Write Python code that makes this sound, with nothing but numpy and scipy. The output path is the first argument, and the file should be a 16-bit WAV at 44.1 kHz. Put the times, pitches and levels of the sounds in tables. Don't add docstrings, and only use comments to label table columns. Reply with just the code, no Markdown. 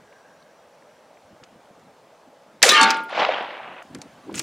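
import sys
import numpy as np
from scipy import signal
from scipy.fft import rfft, irfft, next_fast_len
from scipy.io import wavfile
from scipy.ndimage import uniform_filter1d

SR = 44100
rng = np.random.default_rng(int(sys.argv[2]) if len(sys.argv) > 2 else 0)


def voltage_ratio(decibels):
    exponent = np.asarray(decibels, float) / 20
    return 10 ** exponent


def digitize_waveform(pressure):
    field = np.atleast_2d(pressure).T
    bounded = np.clip(field, -1, 1)
    quanta = np.round(bounded * 32767).astype(np.int16)
    wavfile.write(sys.argv[1], SR, quanta)


N = 195318

STRIKE_S = 2.69
SCENE_CHANGE_S = 3.826


def evened(x):
    return x / np.sqrt(np.mean(x ** 2) + 1e-20)


def wandering(shape, *sizes):
    drift = rng.standard_normal(shape)
    for size in sizes:
        drift = uniform_filter1d(drift, size=size)
    return evened(drift)


def read(points, hz):
    f, value = np.transpose(points)
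    return np.interp(np.log(hz + 1), np.log(f + 1), value)


def follow(rows, t):
    s, *columns = np.transpose(rows)
    return [np.interp(t, s, column) for column in columns]


def placed(sounds):
    mix = np.zeros((2, N))
    for s, sound in sounds:
        part = mix[:, round(s * SR):][:, :sound.shape[-1]]
        part += sound[..., :part.shape[-1]]
    return mix


def resonate(x, hz, width):
    turn = np.exp(2j * np.pi * hz * np.arange(x.shape[-1]) / SR)
    r = np.exp(-np.pi * abs(width) / SR)
    smooth = signal.lfilter([(1 - r) ** 2], [1, -2 * r, r * r], x / turn)
    return 2 * (turn * smooth).real


def noise(field_db, t0, t1, size, patchy_db):
    hop, length = size // 4, round((t1 - t0) * SR)
    hz = np.fft.rfftfreq(size, 1 / SR)[:, None]
    t = t0 + np.arange(length // hop + 5) * hop / SR
    a, b = rng.standard_normal((2, 2, len(hz), len(t)))
    patches = rng.standard_normal((len(hz), len(t)))
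    patches = uniform_filter1d(patches, size=5, axis=0)
    patches = evened(uniform_filter1d(patches, size=8, axis=1))
    z = (a + 1j * b) * voltage_ratio(field_db(hz, t) + patchy_db * patches)
    return signal.istft(z, nperseg=size, noverlap=size - hop)[1][:, :length] / np.sqrt(size) * 2


def burst(db, hz, width, rise, t60):
    t = np.arange(12000) / SR
    bell = np.exp(-((np.fft.rfftfreq(len(t), 1 / SR) - hz) / width) ** 2)
    shape = np.where(t < rise, (t / rise) ** 2, voltage_ratio(-60 * (t - rise) / t60))
    puff = shape * irfft(rfft(rng.standard_normal((2, len(t)))) * bell, len(t))
    return voltage_ratio(db) * puff / abs(puff).max(axis=1, keepdims=True)


def bursts(rows, width_share, rise_cycles):
    return placed([(s, burst(db, hz, width_share * hz, rise_cycles / hz, t60)) for s, db, hz, t60 in rows])


def thump(db, hz):
    t = np.arange(1500) / SR
    swell = np.e * hz * t / 0.56 * np.exp(-hz * t / 0.46)
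    return voltage_ratio(db) * np.sin(2 * np.pi * hz * t) * swell


# start in seconds, peak level in dB, centre in Hz, time to fade by 60 dB in seconds.
SNAP_EVENTS = [(2.6192, -14, 3000, .022), (2.6262, -11, 6000, .02), (2.6277, 7, 4800, .026),
               (2.6279, -1, 11500, .025), (2.688, -11, 10500, .07), (2.961, -23, 2100, .025),
               (2.685, -8.5, 1800, .02), (2.6905, .5, 4300, .05), (2.72, -13, 8000, .023),
               (2.8125, -8, 5200, .045), (2.829, -8, 5200, .06), (2.9042, -9, 4300, .042),
               (2.9438, -26, 3600, .025), (3.09, -37, 2500, .04), (3.179, -19, 2080, .02),
               (3.197, -15, 2600, .025), (3.217, -11.5, 1200, .048), (3.2488, -10, 2500, .012)]


def shot_snaps():
    return bursts(SNAP_EVENTS, width_share=.85, rise_cycles=2.5)


# start in seconds, peak level in dB, centre in Hz, time to fade by 60 dB in seconds.
BOOM_EVENTS = [(2.63, -3, 2100, .035), (2.63, -12, 700, .06), (2.652, -11, 520, .1), (2.672, -13, 600, .06),
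               (3.12, -21.5, 650, .037), (3.19, -14, 690, .06), (3.219, -10, 760, .07),
               (3.285, -9, 660, .1), (2.9045, -27, 13500, .04), (2.97, -38, 9000, .03),
               (3.036, -40, 12000, .045), (3.094, -49, 9000, .04), (2.8, -20, 240, .25),
               (3.385, -56, 11140, .017), (3.426, -49, 7500, .014)]


def hollow_booms():
    return bursts(BOOM_EVENTS, width_share=.27, rise_cycles=5)


# pitch in Hz, loudest moment in seconds, level
# in dB, time to fade by 60 dB in seconds.
PLATE_MODES = [(782, 2.87, -26, .3), (896, 2.83, -19.5, .75), (1150, 2.815, -21, .43),
               (1215, 2.735, -21, .7), (1362, 2.83, -32, .6), (1414, 2.801, -24.5, 1.2),
               (1512, 2.86, -28, .3), (1645, 2.797, -21, .45), (1793, 2.736, -21.5, .3),
               (1825, 2.74, -25, .3), (2150, 2.766, -28, .55), (2219, 2.78, -28, .5),
               (2466, 2.72, -33, .54),
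               (2721, 2.785, -25, .25), (2840, 2.76, -24.5, .35), (2977, 2.78, -30, .37),
                (3141, 2.765, -23.5, .3), (3488, 2.7, -24.5, .2), (3630, 2.83, -27, .15),
                (3780, 2.696, -18, .1), (3950, 2.703, -23, .25), (4231, 2.835, -28, .15),
                (4340, 2.75, -32, .3), (4480, 2.813, -26, .15)]


def plate():
    t = STRIKE_S + np.arange(SR // 2) / SR
    ring = 0
    for hz, top_s, db, t60 in PLATE_MODES:
        split, a, b = rng.random(3)
        rise = np.clip(.7 * (top_s - STRIKE_S), .004, 85 / hz)
        swell = np.sin(np.pi / 2 * np.clip(1 + (t - top_s) / rise, 0, 1)) ** 2
        fade_db = -60 * np.maximum(t - top_s, 0) / t60
        choke_db = -90 * np.maximum(t - 3.01, 0)
        waver_db = (1.1 + hz / 6000) * wandering(len(t), 500)
        twin_hz = hz * (1.006 + .01 * split)
        pair = np.sin(2 * np.pi * (hz * t + a)) + hz / 7000 * np.sin(2 * np.pi * (twin_hz * t + b))
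        ring = ring + voltage_ratio(db + 5.5 + fade_db + choke_db + waver_db) * swell * pair
    return placed([(STRIKE_S, ring)])


def echo(rows, colour, treble_db, air_db_per_s, deepest_s, bass_db, linger, reach, flicker_db):
    start_s, end_s = rows[0][0], rows[-1][0]

    def field_db(hz, t):
        level_db, = follow(rows, t)
        high = np.clip((hz - 2600) / 3600, 0, reach)
        low = np.clip(np.log2(900 / (hz + 1)), 0, 1)
        high_db = treble_db + air_db_per_s * np.minimum(t - start_s, deepest_s)
        low_db = bass_db - linger * (level_db + 28)
        return read(colour, hz) + level_db + high_db * high + low_db * low
    scatter = noise(field_db, start_s, end_s, size=256, patchy_db=1.5)
    flicker = wandering(scatter.shape[1], 100, 60)
    return placed([(start_s, voltage_ratio(19.5 + flicker_db * flicker) * scatter)])


# time in seconds, level in dB.
GROUND_LEVEL = [
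    (2.629, -21),
    (2.663, -24),
    (2.69, -22),
    (2.84, -24),
    (2.911, -27.5),
    (2.935, -35),
    (2.97, -39),
    (3.085, -58),
]
# frequency in Hz, level in dB.
GROUND_COLOUR = [(60, -56.5), (150, -26.5), (260, -9), (450, -8), (700, -14), (1200, -9.5), (2200, -7.5),
                 (4200, -11), (8000, -14.5), (11000, -21), (15000, -36)]


def ground_echo():
    return echo(GROUND_LEVEL, GROUND_COLOUR, treble_db=4, air_db_per_s=-95, deepest_s=.21,
                bass_db=-.5, linger=.6, reach=1.5, flicker_db=1.6)


# time in seconds, level in dB.
TREE_LEVEL = [
    (3.085, -52.5),
    (3.101, -44.5),
    (3.173, -33.5),
    (3.195, -28),
    (3.251, -29),
    (3.27, -32.5),
    (3.34, -34),
    (3.539, -44),
    (3.826, -50.5),
]
# frequency in Hz, level in dB.
TREE_COLOUR = [(60, -52), (160, -20.5), (380, -15), (520, -8), (700, 2), (1150, -4), (1700, -5.5),
               (2400, -9), (3300, -7.5), (4500, -11.5), (9000, -18.5), (15000, -48)]


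def tree_echo():
    return echo(TREE_LEVEL, TREE_COLOUR, treble_db=-13.5, air_db_per_s=-35, deepest_s=.6,
                bass_db=2.5, linger=-.08, reach=3.5, flicker_db=1.7)


# time in seconds, level in dB.
SCRAPE_LEVEL = [
    (4.34, -52),
    (4.35, -38),
    (4.36, -38),
    (4.385, -31),
    (4.4, -34),
    (4.41, -40),
    (4.428, -43),
]
# centre in Hz, width in Hz, level in dB.
RECEIVER = [(1410, 200, -6), (2800, 1800, 1), (6630, 354, -3.5), (6000, 5800, 6)]


def bolt_slide():
    start_s = SCRAPE_LEVEL[0][0]
    t = np.arange(start_s, N / SR, 1 / SR)
    grit = rng.standard_normal((2, len(t))) * voltage_ratio(3 * wandering(len(t), 40))
    body = sum(voltage_ratio(db) * evened(resonate(grit, hz, width)) for hz, width, db in RECEIVER)
    level_db, = follow(SCRAPE_LEVEL, t)
    return placed([(start_s, voltage_ratio(level_db - 0.5) * evened(body))])


# start in seconds,
# peak level in dB, centre in Hz, time to fade by 60 dB in seconds.
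TICK_EVENTS = [(1.437, -40.5, 4500, .035), (1.655, -48, 2600, .02), (1.795, -53, 6000, .028),
               (3.8258, -42.5, 9000, .01), (3.9474, -28, 5500, .022), (3.986, -43, 6000, .01),
               (4.016, -25, 5500, .028), (4.2915, -28, 700, .025), (4.308, -44, 2500, .088),
               (4.3266, -41, 7500, .018), (4.341, -25, 2400, .07), (4.3415, -32, 7000, .03),
               (4.378, -25, 2800, .03), (4.395, -21, 2300, .039), (4.398, -29, 5500, .018)]


def part_ticks():
    return bursts(TICK_EVENTS, width_share=.95, rise_cycles=4)


# start in seconds, peak level in dB, centre in Hz, time to fade by 60 dB in seconds.
TAP_EVENTS = [(.125, -44.5, 2170, .02), (.424, -47.5, 3780, .022), (.821, -46.5, 1800, .022),
              (1.169, -46, 1800, .02), (1.43, -41, 1500, .025), (1.435, -40.5, 2800, .035),
              (1.436, -42, 4470, .02), (3.949, -32, 1800, .04), (4.3552, -22, 7500, .013),
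              (4.3937, -12, 6900, .018), (4.394, -20.5, 10900, .013)]


def hollow_taps():
    return bursts(TAP_EVENTS, width_share=.36, rise_cycles=4)


# start in seconds, peak
# level in dB, pitch in Hz.
THUMP_EVENTS = [(2.721, -11, 400), (3.849, -41, 258), (3.926, -33, 140), (3.946, -29, 273),
                (3.955, -27.5, 325), (3.971, -29, 247), (3.981, -33, 196), (4.056, -39.5, 261),
                (4.179, -44.5, 206), (4.27, -35.5, 415), (4.281, -34, 322), (4.291, -23.5, 293),
                (4.314, -29, 209), (4.318, -24.5, 350), (4.338, -26, 207), (4.41, -33, 261),
                (4.419, -34, 273)]


def dull_thumps():
    return placed([(s, thump(db, hz)) for s, db, hz in THUMP_EVENTS])


# start in seconds, peak level in dB, pitch in Hz.
KNOCK_EVENTS = [
    (0.018, -50, 183),
    (1.248, -59, 88.8),
    (1.305, -54, 159),
    (1.329, -50, 105),
    (1.424, -42.5, 173),
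    (1.526, -46, 231),
    (1.559, -44, 245),
    (1.708, -46, 198),
    (1.824, -53, 275),
]


def finger_knocks():
    return placed([(s, thump(db, hz)) for s, db, hz in KNOCK_EVENTS])


# time in seconds, whir level in dB, whine level in dB.
MOTOR_LEVEL = [
    (0, -72, -81.5),
    (.08, -61.5, -75),
    (.3, -59.5, -75),
    (.48, -64, -78),
    (.56, -76, -77),
    (1.3, -77, -79),
    (1.4, -87, -95),
]


def motor():
    whir_db, whine_db = follow(MOTOR_LEVEL, np.arange(N) / SR)
    hiss = rng.standard_normal((2, N))
    whir = evened(resonate(hiss, hz=1590, width=160))
    whine = evened(resonate(hiss, hz=5750, width=200))
    return voltage_ratio(whir_db) * whir + voltage_ratio(whine_db) * whine


# strongest moment in seconds, level in dB, length in seconds.
GUST_EVENTS = [(0.02, -62, .2), (.33, -66, .2), (.82, -73, .2), (1.06, -71, .25), (1.33, -58, .1),
               (1.43, -56, .05), (1.55, -57, .14), (1.85, -61, .5), (2.29, -57, .07), (2.6, -60, .3),
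               (3.2, -62, .8), (3.7, -54, .25), (3.965, -41, .14), (4.065, -49, .07), (4.18, -52.5, .08),
               (4.29, -43, .08), (4.39, -38, .2)]
# frequency in Hz, level in dB.
GUST_COLOUR = [(30, -41.5), (70, -26.5), (140, -1.5), (260, 1.5), (450, -7), (800, -27.5), (1500, -61)]


def wind():
    t = np.arange(N) / SR
    level = voltage_ratio(-80)
    for s, db, length in GUST_EVENTS:
        level = level + voltage_ratio(db - 14 * (2 * (t - s) / length) ** 2)
    return level * evened(noise(lambda hz, t: read(GUST_COLOUR, hz), 0, N / SR, size=1024, patchy_db=3.0))


# frequency in Hz, level in dB per Hz.
HUM_BEFORE = [(15, -57.5), (25, -38.5), (193, -11), (379, -13), (433, -7.5), (523, -2.5), (666, -2.5),
              (722, -7.5), (826, -5), (971, -10), (1140, -11.5), (2490, -21.5), (15500, -36.5)]
# frequency in Hz, level in dB per Hz.
HUM_AFTER = [(15, -70.5), (25, -39), (113, -8.5), (297, -7.5), (445, -22), (537, -1), (598, -5),
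             (783, -5.5), (1110, -11), (15500, -37)]


def field():
    before = noise(lambda hz, t: read(HUM_BEFORE, hz), 0, SCENE_CHANGE_S, size=1024, patchy_db=1.5)
    after = noise(lambda hz, t: read(HUM_AFTER, hz), SCENE_CHANGE_S, N / SR, size=1024, patchy_db=2.0)
    return placed([(0, evened(before) * voltage_ratio(-53)), (SCENE_CHANGE_S, evened(after) * voltage_ratio(-50.5))])


# frequency in Hz, side minus mid level in dB.
SIDE_LEVEL = [(40, -9), (80, -16), (120, -36), (700, -38), (1400, -30), (2800, -20), (5600, -11),
              (10000, -11), (15000, -15)]


def left_and_right(mix):
    mid, side = mix
    size = next_fast_len(N)
    side = irfft(rfft(side, size) * voltage_ratio(read(SIDE_LEVEL, np.fft.rfftfreq(size, 1 / SR))))[:N]
    since = np.arange(N) / SR - GROUND_LEVEL[0][0] + .003
    side = side * (1 + 2.2 * np.exp(-abs(since) / .005) * (since > 0))
    return np.array([mid + side, mid - side])


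def scene():
    events = shot_snaps() + hollow_booms() + plate() + ground_echo() + tree_echo()
    events += bolt_slide() + part_ticks() + hollow_taps() + dull_thumps() + motor()
    low_cut = signal.butter(3, 175, "high", fs=SR, output="sos")
    return left_and_right(signal.sosfilt(low_cut, events) + finger_knocks() + wind() + field())


# frequency in Hz, level in dB.
MIC_RESPONSE = [(7000, 0), (10000, -2), (13000, -6.5), (15500, -4)]


def microphone(dry):
    hz = np.linspace(0, SR / 2, 65)
    response = signal.firwin2(129, hz, voltage_ratio(read(MIC_RESPONSE, hz)), fs=SR)
    return signal.oaconvolve(dry, response[None], "same")


def band_limit(x):
    return signal.sosfilt(signal.butter(12, 15670, fs=SR, output="sos"), x)


def record(dry):
    heard = microphone(dry)
    limit = 1.02
    held = heard / (1 + (heard / limit) ** 6) ** (1 / 6)
    return band_limit(held)


dry = scene()
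out = record(dry)
digitize_waveform(out)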